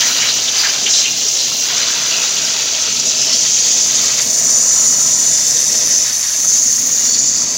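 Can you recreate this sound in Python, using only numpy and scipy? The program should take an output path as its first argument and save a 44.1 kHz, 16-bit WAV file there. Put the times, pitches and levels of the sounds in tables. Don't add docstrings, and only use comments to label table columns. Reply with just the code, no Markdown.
import sys
import numpy as np
from scipy import signal
from scipy.fft import rfft, irfft, next_fast_len
from scipy.io import wavfile
from scipy.ndimage import uniform_filter1d, minimum_filter1d

SR = 44100
rng = np.random.default_rng(int(sys.argv[2]) if len(sys.argv) > 2 else 0)


def log_audio(samples):
    frames = np.atleast_2d(samples).T
    limited = np.clip(frames, -1, 1)
    pcm = np.round(limited * 32767).astype(np.int16)
    wavfile.write(sys.argv[1], SR, pcm)


N = 333837
TIME = np.arange(N) / SR


def from_db(db):
    return 10 ** (np.asarray(db) / 20)


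def unit_level(x):
    return x / np.sqrt(np.mean(x ** 2) + 1e-20)


def between(far, near, closeness):
    return far + (near - far) * closeness


def curves(rows):
    times, *columns = np.transpose(rows)
    return [np.interp(TIME, times, column) for column in columns]


def swells(rows, edge_s):
    out = 0
    for start, length, *db in rows:
        inside_s = np.minimum(TIME - start, start + length - TIME)
        out = out + np.outer(db, np.clip(0.5 + inside_s / edge_s, 0, 1))
    return out


def coloured(x, points):
    hz, db = np.transpose(points)
    octave = np.log2(np.arange(N // 2 + 1) * SR / N + 1)
    known = np.log2(hz)
    outside = np.abs(octave - np.clip(octave, known[0], known[-1]))
    gain = from_db(np.interp(octave, known, db) - 40 * outside)
    size = next_fast_len(N, True)
    gain = np.interp(np.linspace(0, 1, size // 2 + 1), np.linspace(0, 1, len(gain)), gain)
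    return unit_level(irfft(rfft(x, size) * gain, size)[:N])


def drift(rate_hz):
    step, warm_up = 20, 4000
    r = np.exp(-2 * np.pi * rate_hz * step / SR)
    noise = rng.standard_normal(N // step + warm_up + 2)
    slow = signal.lfilter([1], [1, -2 * r, r * r], noise)[warm_up:]
    return np.interp(np.arange(N) / step, np.arange(len(slow)), unit_level(slow))


def turbulence(rough_db, rate_hz):
    return unit_level(rng.standard_normal(N) * from_db(rough_db * drift(rate_hz)))


def impacts(per_s, spread_db):
    sizes = from_db(spread_db * np.minimum(rng.exponential(1, N), 4))
    return unit_level(sizes * rng.choice([-1, 1], N) * (rng.random(N) < per_s / SR))


def resonance(x, hz, width_hz, block=256):
    r = np.exp(-np.pi * width_hz / SR)
    tuning = -2 * r * np.cos(2 * np.pi * np.broadcast_to(hz, N) / SR)
    out, state = np.zeros(N), np.zeros(2)
    for i in range(0, N, block):
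        part = slice(i, i + block)
        out[part], state = signal.lfilter([1, 0, -1], [1, tuning[i], r * r], x[part], zi=state)
    return out * (1 - r * r) / 2


def bubbles(low_hz, high_hz, per_s, cycles, spread_db, pitches=24):
    clicks = impacts(per_s, spread_db)
    which_pitch = rng.integers(0, pitches, N)
    out = 0
    for k, hz in enumerate(np.geomspace(low_hz, high_hz, pitches)):
        r = from_db(-60 * hz / (cycles * SR))
        tuning = -2 * r * np.cos(2 * np.pi * hz / SR)
        bursts = clicks * (which_pitch == k) + 1e-18
        out = out + signal.lfilter([1 - r, 0, r - 1], [1, tuning, r * r], bursts)
    return unit_level(out)


def delayed(x, delay_ms):
    n = np.arange(N)
    return np.interp(n - delay_ms * SR / 1000, n, x, left=0)


def wall_echoes(x, sway_ms=0.162):
    # delay/ms, share of the direct sound
    walls = [(2.1, 0.11), (2.9, 0.15), (4.2, 0.1), (5.6, 0.08), (7.7, 0.18), (13.3, .10)]
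    echoes = 0
    for delay_ms, share in walls:
        slide_ms = sway_ms * np.sqrt(delay_ms / 2) * drift(0.25)
        echoes = echoes + share * delayed(x, delay_ms + slide_ms)
    return (x + echoes) * from_db(-0.5)


def head_echo(x, delay_ms, share=0.08):
    return x + share * delayed(x, delay_ms)


def strip_echo(x, delay_ms, share):
    return (x - share * delayed(x, delay_ms)) / np.sqrt(1 + share ** 2)


def ringing_hollows(x, edge_s=0.068):
    # start/s, end/s, first f/Hz, last f/Hz, lift/dB
    hollows = [(0.1, 0.44, 3000, 2850, 6), (-.1, 0.352, 4280, 4050, 4), (0.524, .74, 4830, 5030, 6.5),
               (1, 1.15, 2620, 2620, 7.5), (2.08, 2.3, 2710, 2500, 8.5), (3.107, 4.05, 2780, 3650, 3.5),
               (3.12, 3.44, 5140, 5450, 7), (5, 5.9, 3550, 3650, 2.5), (4.1, 6.0, 134, 146, 3.2),
               (4.402, 5.25, 1070, 1030, 6), (4.402, 5.1, 1290, 1300, 7), (4.5, 5.4, 6900, 7050, 4.5),
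               (4.197, 5.8, 8400, 8070, 6), (5.45, 6.4, 1930, 1680, 5.2), (5.3, 6.35, 5250, 5550, 4.5),
               (6.41, 7.054, 6500, 6660, 5), (6.548, 7.6, 230, 233, 6), (6.997, 7.45, 6900, 7050, 3),
               (7.033, 7.6, 4500, 4550, 6)]
    out = x
    for start, end, first_hz, last_hz, lift_db in hollows:
        opening = np.clip(np.minimum(TIME - start, end - TIME) / edge_s, 0, 1)
        hz = np.interp(TIME, [start, end], [first_hz, last_hz])
        band = resonance(x, hz, width_hz=15 + first_hz / 18, block=1024)
        out = out + (from_db(lift_db) - 1) * opening * band
    return out


def pump(hz=82.4, waver_hz=3.3, level_db=-53.5):
    phase = 2 * np.pi * np.cumsum(hz + waver_hz * drift(9)) / SR
    throb = 1 + 0.55 * drift(8)
    return from_db(level_db) * unit_level(np.sin(phase) * throb)


def tank(closeness, rumble_lull_db, slosh_lull_db, drained):
    # f/Hz, level/dB
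    slosh_tone = [(230, -22), (350, -9.5), (420, -1), (500, 1), (565, -2), (630, 2.5), (720, -2), (820, -4),
                  (1000, -7.5), (1500, -21)]
    rumble_tone = [(20, -18), (45, -24), (68, -21), (100, -7.5), (140, 0), (160, -1), (180, -1.5), (238, 1),
                   (280, -1.5), (380, -9.5), (600, -12)]
    slosh_db = between(-37, -37.5, closeness) - slosh_lull_db - 3.8 * drained + 0.7 * drift(4.5)
    rumble_db = between(-37.5, -37, closeness) - rumble_lull_db - 1.2 * drained + 0.9 * drift(4.6)
    slosh = rng.standard_normal(N) + 0.49 * bubbles(326.5, 1098, per_s=450, cycles=23.4, spread_db=1.5)
    rumble = coloured(rng.standard_normal(N), rumble_tone)
    return coloured(slosh, slosh_tone) * from_db(slosh_db) + rumble * from_db(rumble_db)


def spray(flicker):
    # t/s, relative droplet level/dB, relative sizzle level/dB
    levels = [(0.0, -35.5, -33), (0.55, -41, -42), (0.59, -36, -34), (0.82, -41, -44), (0.95, -41, -40),
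              (1.62, -38.5, -37), (1.94, -43, -42), (1.96, -38.5, -38), (2.74, -41.5, -43),
              (3.98, -36, -40), (4.34, -33.5, -36), (4.51, -32, -38), (6.28, -31, -41), (6.89, -32.5, -34),
              (7.25, -39.5, -43), (7.57, -38, -45)]
    # f/Hz, level/dB
    drop_tone = [(7400, -12), (8200, 3), (8700, -1.5), (9600, 1.5), (10400, -2), (11400, -2), (12500, -5),
                 (13800, -9), (15500, -8)]
    sizzle_tone = [(13500, -28), (14100, -7), (14700, 3), (15300, 1), (16000, -3)]
    drop_db, sizzle_db = curves(levels)
    patter = turbulence(rough_db=1.37, rate_hz=15) + 0.5 * impacts(per_s=2200, spread_db=4.5)
    drops = coloured(patter, drop_tone) * from_db(drop_db + 0.1)
    top_sizzle = coloured(turbulence(rough_db=1.6, rate_hz=26), sizzle_tone) * from_db(sizzle_db + 2)
    return (drops + top_sizzle) * from_db(0.55 * flicker)


def spits(attack_s=0.0035, ring_share=0.22):
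    # t/s, level before fading/dB, f/Hz, fade time/s
    bursts = [(0, -17, 3100, .05), (0.01, -24, 1910, 0.09), (0.214, -20.5, 2200, 0.059),
              (0.281, -16, 4150, 0.046), (.472, -13.5, 3360, 0.02), (0.572, -19, 4950, .06),
              (0.632, -22, 1750, 0.066), (0.858, -12.5, 2900, 0.024), (0.93, -14.5, 3980, 0.1),
              (1.042, -19.5, 2780, .045), (1.387, -16.5, 4100, 0.059), (2.363, -20, 3500, 0.039),
              (3.208, -23, 2780, 0.034), (3.325, -15, 4480, 0.041), (4.187, -27, 2150, .03),
              (6.44, -31, 1300, .02), (7.136, -19.5, 4560, .035)]
    out = 0
    for start, level_db, hz, fade_s in bursts:
        band = resonance(rng.standard_normal(N), hz, width_hz=hz / 2, block=N)
        band = resonance(band, hz, width_hz=hz / 2, block=N)
        ring = resonance(band, hz, width_hz=150, block=N)
        spit = unit_level(unit_level(band) + ring_share * unit_level(ring))
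        age = np.maximum(TIME - start, 0)
        rise = 1 - np.exp(-age / attack_s)
        fall = np.exp(-np.minimum(age / fade_s, 20) ** 2)
        out = out + spit * from_db(level_db) * rise * fall
    return out


def cut(closeness, drained):
    # start/s, length/s, splutter lift/dB
    floods = [(-0.05, 0.38, 10.5), (0.33, 0.22, 4.5), (0.55, 0.16, 11), (0.71, 0.33, 5), (1.63, 0.71, 8.5),
              (2.35, 0.534, 5), (3.2, 0.16, 3.5), (3.85, 0.37, 4.5)]
    # f/Hz, level/dB
    far_tone = [(1500, -24), (2200, -7.5), (2700, -4), (3150, -1), (3600, -1.5), (4200, 1), (4800, 0),
                (5600, -8.5)]
    near_tone = [(1500, -7.5), (2200, -7), (2700, -2), (3200, -7), (3650, 0), (4000, 1), (4700, 4),
                 (5600, -16)]
    splutter_tone = [(600, -6), (900, -6), (1200, -2), (1500, -2), (1850, -2), (2300, -2.5), (3200, -8.5)]
    flood_db = swells(floods, edge_s=0.062)[0]
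    flow = drift(15.4)
    rasp_db = between(-22.5, -30, closeness ** 2.9) + 0.23 * flood_db + 0.91 * flow
    splutter_db = between(-37, -35, closeness) + flood_db + 1.3 * flow
    grit = turbulence(rough_db=0.8, rate_hz=21)
    grit += 0.6 * bubbles(2270, 5060, per_s=2200, cycles=23, spread_db=2.5)
    froth = turbulence(rough_db=-0.7, rate_hz=60)
    froth += 0.49 * bubbles(806, 2890, per_s=1500, cycles=24, spread_db=2.5)
    rasp = between(coloured(grit, far_tone), coloured(grit, near_tone), closeness) * from_db(rasp_db)
    splutter = coloured(froth, splutter_tone) * from_db(splutter_db)
    return (rasp + splutter) * from_db(-1.6 * drained)


def jet(closeness, flicker, lull_db, choke_s=0.051, choke_db=1, edge_s=0.018):
    # t/s, level/dB
    base_level = [(0, -17), (1.5, -17.5), (1.75, -17.5), (2.75, -17), (3.3, -15.5), (3.62, -11.5),
                  (4.27, -14.5), (4.45, -12), (5.7, -13.6), (6.6, -13.5), (6.85, -16), (7.22, -12),
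                  (7.57, -17.5)]
    # start/s, length/s, lift/dB
    flares = [(-0.02, 0.11, 3), (0.198, 0.04, 3), (0.548, 0.068, 2.5), (0.9, 0.11, 6.5), (1.2, 0.21, 2),
              (1.583, 0.038, 3), (2.96, 0.027, 2), (3.052, 0.078, 2.5), (3.94, 0.028, 4),
              (5.904, 0.15, 1.5), (6.48, 0.023, 1.5), (7.045, 0.027, 3)]
    # f/Hz, level/dB
    far_tone = [(3800, -20), (4500, -13), (4860, -2), (5200, -6.5), (5600, 2), (6050, 0.5), (6800, -0.5),
                (7300, -4), (7650, -12.5), (8100, -22.5), (8700, -23.5), (10000, -37)]
    near_tone = [(3000, -32), (3900, -20), (4500, -15), (5300, -4.5), (5900, -0.5), (6400, 1.5),
                 (7100, 0.5), (7400, -7), (7800, -14.5), (8300, -27), (9000, -31), (10000, -47)]
    # t/s, f/Hz
    slot_note = [(0, 6100), (3.37, 6100), (3.62, 6540), (4.34, 6400), (4.53, 6050), (6.09, 6130),
                 (7.25, 6680), (7.57, 6200)]
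    chokes = [(start - choke_s, choke_s, choke_db) for start, _, _ in flares]
    level_db = curves(base_level)[0] + swells(flares, edge_s)[0] - swells(chokes, edge_s)[0] - lull_db
    noise = turbulence(rough_db=1.5, rate_hz=250)
    hiss = between(coloured(noise, far_tone), coloured(noise, near_tone), closeness)
    hiss = hiss + 0.51 * resonance(hiss, curves(slot_note)[0], width_hz=280)
    steady_hiss = hiss / np.sqrt(uniform_filter1d(hiss ** 2, size=8000))
    return steady_hiss * from_db(level_db + 0.97 * flicker)


def scene(drain_start_s=5.78, drain_s=1.0):
    # t/s, closeness (0 to 1), strip echo delay/ms, cutting head echo delay/ms
    listener = [(0, 0.05, 0.94, 1.26), (1.4, 0, 0.84, 1.43), (2.95, 0.13, 1.02, 1.48),
                (3.45, 0.4, 0.74, 1.55), (4.17, 0.52, 0.74, 1.64), (4.38, 1, 0.76, 1.7),
                (5.2, 0.96, 0.765, 1.63), (6.0, 0.89, 0.735, 1.6), (6.6, 0.97, 0.755, 1.58),
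                (7.1, 0.96, 0.77, 1.7), (7.57, 1, 0.71, 1.55)]
    # start/s, length/s, rumble drop/dB, slosh drop/dB, hiss drop/dB
    lulls = [(0.35, 0.4, 3.5, -0.5, 0), (0.92, 0.096, 6, 2.5, -1), (1.22, 0.19, 5.5, 0.5, 0),
             (2.45, 0.4, 3, -0.5, 0), (6.052, 0.31, 7, 6, 3.5), (6.5, 0.15, 3, 1, -0.5)]
    closeness, strip_ms, head_ms = curves(listener)
    rumble_lull_db, slosh_lull_db, hiss_lull_db = swells(lulls, edge_s=0.13)
    drained = np.clip((TIME - drain_start_s) / drain_s, 0, 1)
    flicker = drift(34)
    above = jet(closeness, flicker, hiss_lull_db) + cut(closeness, drained) + spits() + spray(flicker)
    above = strip_echo(above, delay_ms=1.24, share=0.08 * closeness)
    above = strip_echo(above, strip_ms, share=between(0.07, 0.23, closeness))
    above = head_echo(above, head_ms)
    below = tank(closeness, rumble_lull_db, slosh_lull_db, drained)
    mix = wall_echoes(ringing_hollows(above + below)) + pump()
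    return np.tile(mix, (2, 1))


def record(dry, ceiling=0.79, cutoff_hz=15800):
    safe_gain = np.minimum(1, ceiling / (np.abs(dry).max(axis=0) + 1e-9))
    smooth_gain = uniform_filter1d(minimum_filter1d(safe_gain, size=129), size=129)
    treble_cut = signal.ellip(12, 0.1, 90, cutoff_hz, fs=SR, output="sos")
    return signal.sosfilt(treble_cut, dry * smooth_gain)


dry = scene()
out = record(dry)
log_audio(out)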